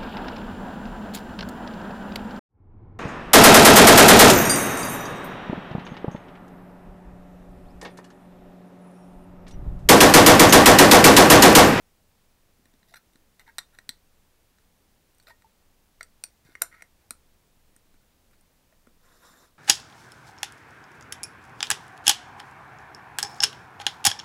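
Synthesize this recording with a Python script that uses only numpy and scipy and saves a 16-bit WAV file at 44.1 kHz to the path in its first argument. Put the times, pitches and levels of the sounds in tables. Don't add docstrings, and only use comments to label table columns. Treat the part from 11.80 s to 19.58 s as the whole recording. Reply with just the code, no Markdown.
import sys
import numpy as np
from scipy import signal
from scipy.fft import rfft, irfft
from scipy.io import wavfile
from scipy.ndimage import uniform_filter1d

SR = 44100
rng = np.random.default_rng(int(sys.argv[2]) if len(sys.argv) > 2 else 0)


def boost_factor(decibels):
    exponent = np.asarray(decibels, float) / 20
    return 10 ** exponent


def unload_audio(sound):
    columns = np.transpose(np.atleast_2d(sound))
    steps = np.round(np.clip(columns, -1, 1) * 32767)
    wavfile.write(sys.argv[1], SR, steps.astype(np.int16))


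N = 343093

HOLD_ORDER = [0, 4, 1, 4, 2, 4, 3]
HOLD_CHANGES = [4.0, 4.22, 4.6, 4.8, 4.9, 5.1]


def evened(x):
    return x / np.sqrt(np.mean(x ** 2) + 1e-20)


def onset_evened(x):
    return x / np.sqrt(np.mean(x[:SR // 200] ** 2))


def read(points, hz):
    f, value = np.transpose(points)
    return np.interp(np.log(hz + 1), np.log(f + 1), value)


def add(mix, s, sound):
    part = mix[round(s * SR):][:len(sound)]
    part += sound[:len(part)]


def coloured(db_of_hz):
    hz = np.fft.rfftfreq(N, 1 / SR)
    spectrum = rfft(rng.standard_normal(N)) * boost_factor(db_of_hz(hz)) * (hz < 15760)
    return evened(irfft(spectrum, N))


def hold_at(s):
    return HOLD_ORDER[np.searchsorted(HOLD_CHANGES, s)]


def ring(s, family_db, spread_db, rise_s=0.00055, crack_s=0.011, grit_db=0):
    # [f/Hz, t60/s, then level within the family/dB at each of the 5 holds]
    tin_modes = [(245, 0.1, -24, -5, -20, -9.5, -29), (490, 0.05, -14.5, -2, -1, -16.5, -24),
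                 (694, 0.08, -7, -2, -10.5, -13.5, -18), (900, 0.05, -6.5, -6, -16.5, -26, -18.5),
                 (1357, 0.045, 1, 6, 4, -3, -7.5), (1506, 0.03, 4, 6, 3.5, 0, -12),
                 (1867, 0.07, 10, 1, -5, -3.5, -3.5), (2132, 0.03, -4.5, -15, 4.5, -12, -1.5),
                 (2480, 0.043, -41, 6, -25, -9, -27.5), (3675, 0.064, -7, -33, -6, -8, -3),
                 (4065, 0.062, -2.5, -27, -4.5, -1, -5), (4480, 0.06, -22, -2, -11.5, -12, -0.5),
                 (4800, 0.025, -39, -7.5, -2.5, -7, -12.5), (5224, 0.03, -7, -11, -18.5, -18, -17),
                 (5776, 0.053, 10.5, 7, -3.5, -2, 1), (6500, 0.04, -20, -26, -15.5, -7, -17),
                 (7330, 0.05, 4, -2, -1.5, -2, -14), (7710, 0.06, -23, -11, -3.5, -17, -11),
                 (8450, 0.058, 11, 5, -13, -19, -2.5), (8000, 0.06, 2, -1, -27.5, -10, -10),
                 (8940, 0.0407, 2, 6, 2.5, -7, -7), (9480, 0.017, -26, -16, -3.5, 0, -7.5),
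                 (9850, 0.05, -2, -18, -7, -4, -0.5), (10360, 0.05, 4, -12, 1.5, -12, 1),
                 (11400, 0.05, 3.5, -20, -2.5, 0.5, -11), (12930, 0.05, -2, -14, -13, 2, -17),
                 (13330, 0.06, 8, -16, -17, -4.5, -7), (13520, 0.06, -24, -2.5, -2.5, 2.5, -6.5),
                 (14600, 0.02, 8, -16, -20, -13, -18.5), (15500, 0.036, -7.5, -33, -33, -21.5, -19.5)]
    family_borders = [2900, 5150, 7850, 9750]
    # [share that rings on/dB, t60 of the rest/s, crack over modes before grit/dB]
    grip = [(-19.5, 0.0107, -5.5), (-14, 0.0074, -7), (-29, 0.01, -6.5), (-23, 0.008, -5.5),
            (-21, 0.018, -6.5)]
    # [f/Hz, relative level/dB]
    crack_colour = [(300, -21), (900, -12), (1300, -6.5), (2250, -3), (2700, -17.5), (3500, 7.5),
                    (14000, 0.5), (16500, -30.5)]
    hold = hold_at(s)
    hz, t60, *mode_db = np.transpose(tin_modes)[..., None]
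    share_db, grip_s, crack_db = grip[hold]
    t = np.arange(5000) / SR
    rise = (1 - np.exp(-t / rise_s)) ** 2
    fade = (boost_factor(-60 * t / grip_s) + boost_factor(share_db - 60 * t / t60)) * rise

    level_draw, pitch_draw = rng.standard_normal((2, len(tin_modes), 1))
    tones = np.sin(2 * np.pi * hz * (1 + 0.0027 * pitch_draw) * t)
    modes = boost_factor(mode_db[hold] + spread_db * level_draw) * fade * tones
    modes[::2] *= -1
    mode_family = np.searchsorted(family_borders, hz[:, 0])

    noise_hz = np.fft.rfftfreq(len(t), 1 / SR)
    noise = rfft(rng.standard_normal(len(t))) * boost_factor(read(crack_colour, noise_hz))
    noise_family = np.searchsorted(family_borders, noise_hz)
    crack_fade = (boost_factor(-60 * t / crack_s) + boost_factor(-23.5 - 60 * t / 0.07)) * rise

    out = np.zeros(len(t))
    for k, level_db in enumerate(family_db):
        crack = irfft(noise * (noise_family == k), len(t)) * crack_fade
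        part = onset_evened(modes[mode_family == k].sum(0))
        part = part + boost_factor(crack_db + grit_db) * onset_evened(crack)
        out += boost_factor(level_db) * onset_evened(part)
    return out


def blows():
    # [t/s, level of the lowest family/dB, hardness/dB per octave, extra for the second family/dB]
    contacts = [(0.8556, -62.5, -3.5, -1), (0.9378, -70.5, -3.0, 4.0), (1.0292, -64, -7, 8),
                (1.139, -46.5, -7.5, -3), (1.1425, -48.5, -5.5, 1), (1.1581, -52, -5.5, 1),
                (1.3338, -72.5, -2, 5), (1.357, -62, -4, 4), (1.595, -54.0, -3.5, 2),
                (1.666, -62, -8.5, 1.0), (1.677, -64, -5.0, 7), (1.7831, -35.0, -1.5, 3.0),
                (1.788, -39, -2.5, 8.0), (1.987, -44.5, -6.0, 0), (2.0916, -39.5, -1.0, 10),
                (2.7844, -64.5, -6, 2), (3.3475, -86, 5.0, -8.0), (3.3832, -79, 4, -4.5),
                (3.3987, -62.5, -3, 0), (3.426, -77, 2, 2.0), (3.434, -78.0, 1.5, 0.0),
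                (3.47, -56.5, -7, 12), (3.504, -55.0, -7.5, 0), (3.6207, -62, -5, -2),
                (4.2083, -36, -8, -3), (4.2295, -55.5, -0.5, 7), (4.4381, -42.5, -0.5, 3.5),
                (4.65, -68, -1.5, -6), (4.7521, -39.5, -8.5, -12.5), (4.8156, -42.5, -8, -1.0),
                (4.8193, -26.5, 1.5, -9.0), (4.925, -55, -8, -10.0), (4.9476, -55, -8.0, -9.5),
                (5.0074, -54, -9.5, -6), (5.0216, -42.5, -5.0, -11.5), (5.3071, -40.5, -0.5, -1),
                (5.9636, -63, -0.5, -22.0), (6.1415, -67.5, -6, 1), (6.5105, -70, -5, -5.0),
                (6.6103, -80, 3, -11.5), (6.9243, -65, -9, -11.5), (7.07, -58, -8.5, -18.5)]
    family_octaves = np.log2(np.array([1600, 4000, 6400, 8700, 12000]) / 1600)
    # [third family/dB, fourth family/dB]
    hold_favours = [(-0.7, 3), (5, 10.5), (-2.5, 0.5), (-1.5, 7.5), (-1, -5)]
    out = np.zeros(N)
    for s, db, hardness_db, second_db in contacts:
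        favour_db = [0, second_db, *hold_favours[hold_at(s)], 0]
        family_db = db + hardness_db * family_octaves + favour_db
        rise_s = 0.000255 * boost_factor(-1.1 * hardness_db)
        add(out, s, ring(s, family_db, spread_db=4.0, rise_s=rise_s))
    return out


def single_tones():
    # [t/s, level before rise and fade/dB, f/Hz, t60/s]
    tones = [(0.794, -48.5, 256, 0.024), (.856, -52, 240, 0.041), (.937, -51, 251, 0.042),
             (1.117, -54, 694, 0.073), (1.354, -43, 252, 0.021), (1.677, -48.5, 908, 0.076),
             (2.09, -41.5, 245, 0.043), (2.091, -42, 90, 0.034), (3.399, -51, 4420, 0.031),
             (3.505, -40.5, 926, 0.028), (3.507, -46.5, 1860, 0.11), (3.644, -49.5, 891, 0.078),
             (4.652, -47, 141.3, 0.045), (4.689, -42.5, 307, 0.019), (4.823, -39, 690, 0.07),
             (5.024, -54, 8070, 0.045), (5.239, -54, 800, 0.023), (5.307, -45.5, 238, 0.071),
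             (5.963, -56, 302.3, 0.033), (6.142, -51.5, 258.5, 0.034), (6.508, -54.5, 395.5, 0.016),
             (6.924, -54.5, 638, 0.039), (7.07, -48, 239, 0.077), (7.072, -44, 490, 0.017)]
    out, t = np.zeros(N), np.arange(5000) / SR
    for s, db, hz, t60 in tones:
        rise = (1 - np.exp(-t / 0.001)) ** 2
        add(out, s, boost_factor(db - 60 * t / t60) * np.sin(2 * np.pi * hz * t) * rise)
    return out


def scrapes():
    # [start t/s, length/s, pressure/dB, change over the stroke/dB, brightness/dB]
    strokes = [(1.078, .056, -74, 0, 2), (1.154, 0.017, -54, -0.5, -4.5), (1.6, .018, -55.5, -7, -10.5),
               (1.665, .027, -60.5, 9.5, -16.5), (1.925, .027, -72.5, 10.5, -7),
               (3.471, 0.039, -55, -2, -7.5), (4.652, .084, -63.5, -6, -7), (4.917, .09, -54.5, -9.5, -19),
               (5.198, .028, -71, -8, -13), (6.53, .012, -66.5, -7, -9)]
    rubbed_families = [
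        [0, -60, -60, -60, -60],
        [-60, 0, -60, -60, -60],
        [-60, -60, -2, -9.5, 0.5],
    ]
    bite_s, lift_s, edge_db = 0.008, 0.016, -21.5
    out = np.zeros(N)
    for s, length, db, change_db, bright_db in strokes:
        t = np.arange(-bite_s, length + lift_s, 1 / SR)
        corners_s = [-bite_s, 0, length, length + lift_s]
        pressure = boost_factor(db + np.interp(t, corners_s, [edge_db, 0, change_db, change_db + edge_db]))
        chance, size = rng.random((2, len(t)))
        slips = (chance < 1200 / SR) * boost_factor(-3.2 * np.log(size + 0.003))
        for part_db, family_db in zip([0, bright_db - 0.3, bright_db], rubbed_families):
            body = ring(s, family_db, spread_db=3.0, grit_db=3.5)
            scale = np.sqrt(np.mean(slips ** 2) * np.sum(body ** 2))
            drive = slips * pressure * boost_factor(part_db) / scale
            add(out, s - bite_s, signal.fftconvolve(drive, body))
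    return out


def slide():
    # [t/s, level before the tremble/dB]
    drag = [(7.172, -85), (7.264, -63.5), (7.416, -62.5), (7.438, -55.5), (7.5, -58.5), (7.66, -60.5),
            (7.712, -76)]
    # [f/Hz, relative level/dB]
    rub_colour = [(88, -44.5), (150, -2.5), (411, -5.5), (500, -2.5), (844, -6.5), (1570, -4),
                  (3040, -19.5), (3760, -12), (13500, -17), (15700, -25)]
    # [f/Hz, width/Hz, lift/dB]
    base_rings = [(690, 52, 4), (258, 39, 7.2), (490, 21, 6.5), (1050, 100, 3.9), (1330, 660, 5.6),
                  (1842, 340, 3.9), (3660, 540, 9.7), (5440, 770, 6.8), (6260, 250, 4), (7250, 330, 11),
                  (9150, 440, 5), (11800, 420, 6.9), (12500, 500, 5)]

    def colour_db(hz):
        lifts = [db / (1 + (2 * (hz - f) / w) ** 2) for f, w, db in base_rings]
        return read(rub_colour, hz) + sum(lifts)

    z = signal.stft(coloured(colour_db), nperseg=256)[2]
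    patches = uniform_filter1d(rng.standard_normal(z.T.shape), size=9, axis=0)
    patches = evened(uniform_filter1d(patches, size=8, axis=1))
    rub = evened(signal.istft(z * boost_factor(2.2 * patches.T), nperseg=256)[1][:N])
    tremble_db = evened(uniform_filter1d(rng.standard_normal(N), 300))
    s, db = np.transpose(drag)
    return rub * boost_factor(np.interp(np.arange(N) / SR, s, db, -120, -120) + tremble_db)


def room(x):
    # [f/Hz, t60/s]
    tail_times = [(300, 0.24), (800, 0.219), (2000, 0.17), (8000, 0.18), (15000, 0.13)]
    # [f/Hz, relative level/dB]
    tail_colour = [(300, -2.5), (900, -3), (2500, -4), (14000, -8)]
    wall_s, wall_db, tail_db = 0.0165, -25, -17
    t = np.arange(SR // 2) / SR
    taps, wall = rng.standard_normal((2, len(t)))
    hz, frame_s, z = signal.stft(taps * (1 - np.exp(-t / 0.0025)), SR, nperseg=256)
    fade_db = read(tail_colour, hz)[:, None] - 60 * frame_s / read(tail_times, hz)[:, None]
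    tail = signal.istft(z * boost_factor(fade_db), SR, nperseg=256)[1][:len(t)]
    wall = wall * np.exp(-((t - wall_s) / 0.00043) ** 2)
    answer = boost_factor(tail_db) * tail / np.linalg.norm(tail)
    answer = answer + boost_factor(wall_db) * wall / np.linalg.norm(wall)
    return x + signal.fftconvolve(x, answer)[:N]


def hush():
    # [f/Hz, relative level/dB per Hz]
    hush_colour = [(8.8, -30.5), (15, 7), (32, -11.5), (65, -8.5), (150, -17), (184, -15), (371, -21),
                   (527, -21), (592, -23), (972, -25), (1190, -27), (10300, -34), (16000, -33.5)]
    return boost_factor(-63.5) * coloured(lambda hz: read(hush_colour, hz))


def scene():
    tin = blows() + single_tones() + scrapes() + slide()
    return (room(tin) + hush())[None]


def low_pass(x):
    return signal.sosfilt(signal.butter(12, 16530, fs=SR, output="sos"), x)


def record(dry):
    return low_pass(dry)


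dry = scene()
out = record(dry)
unload_audio(out)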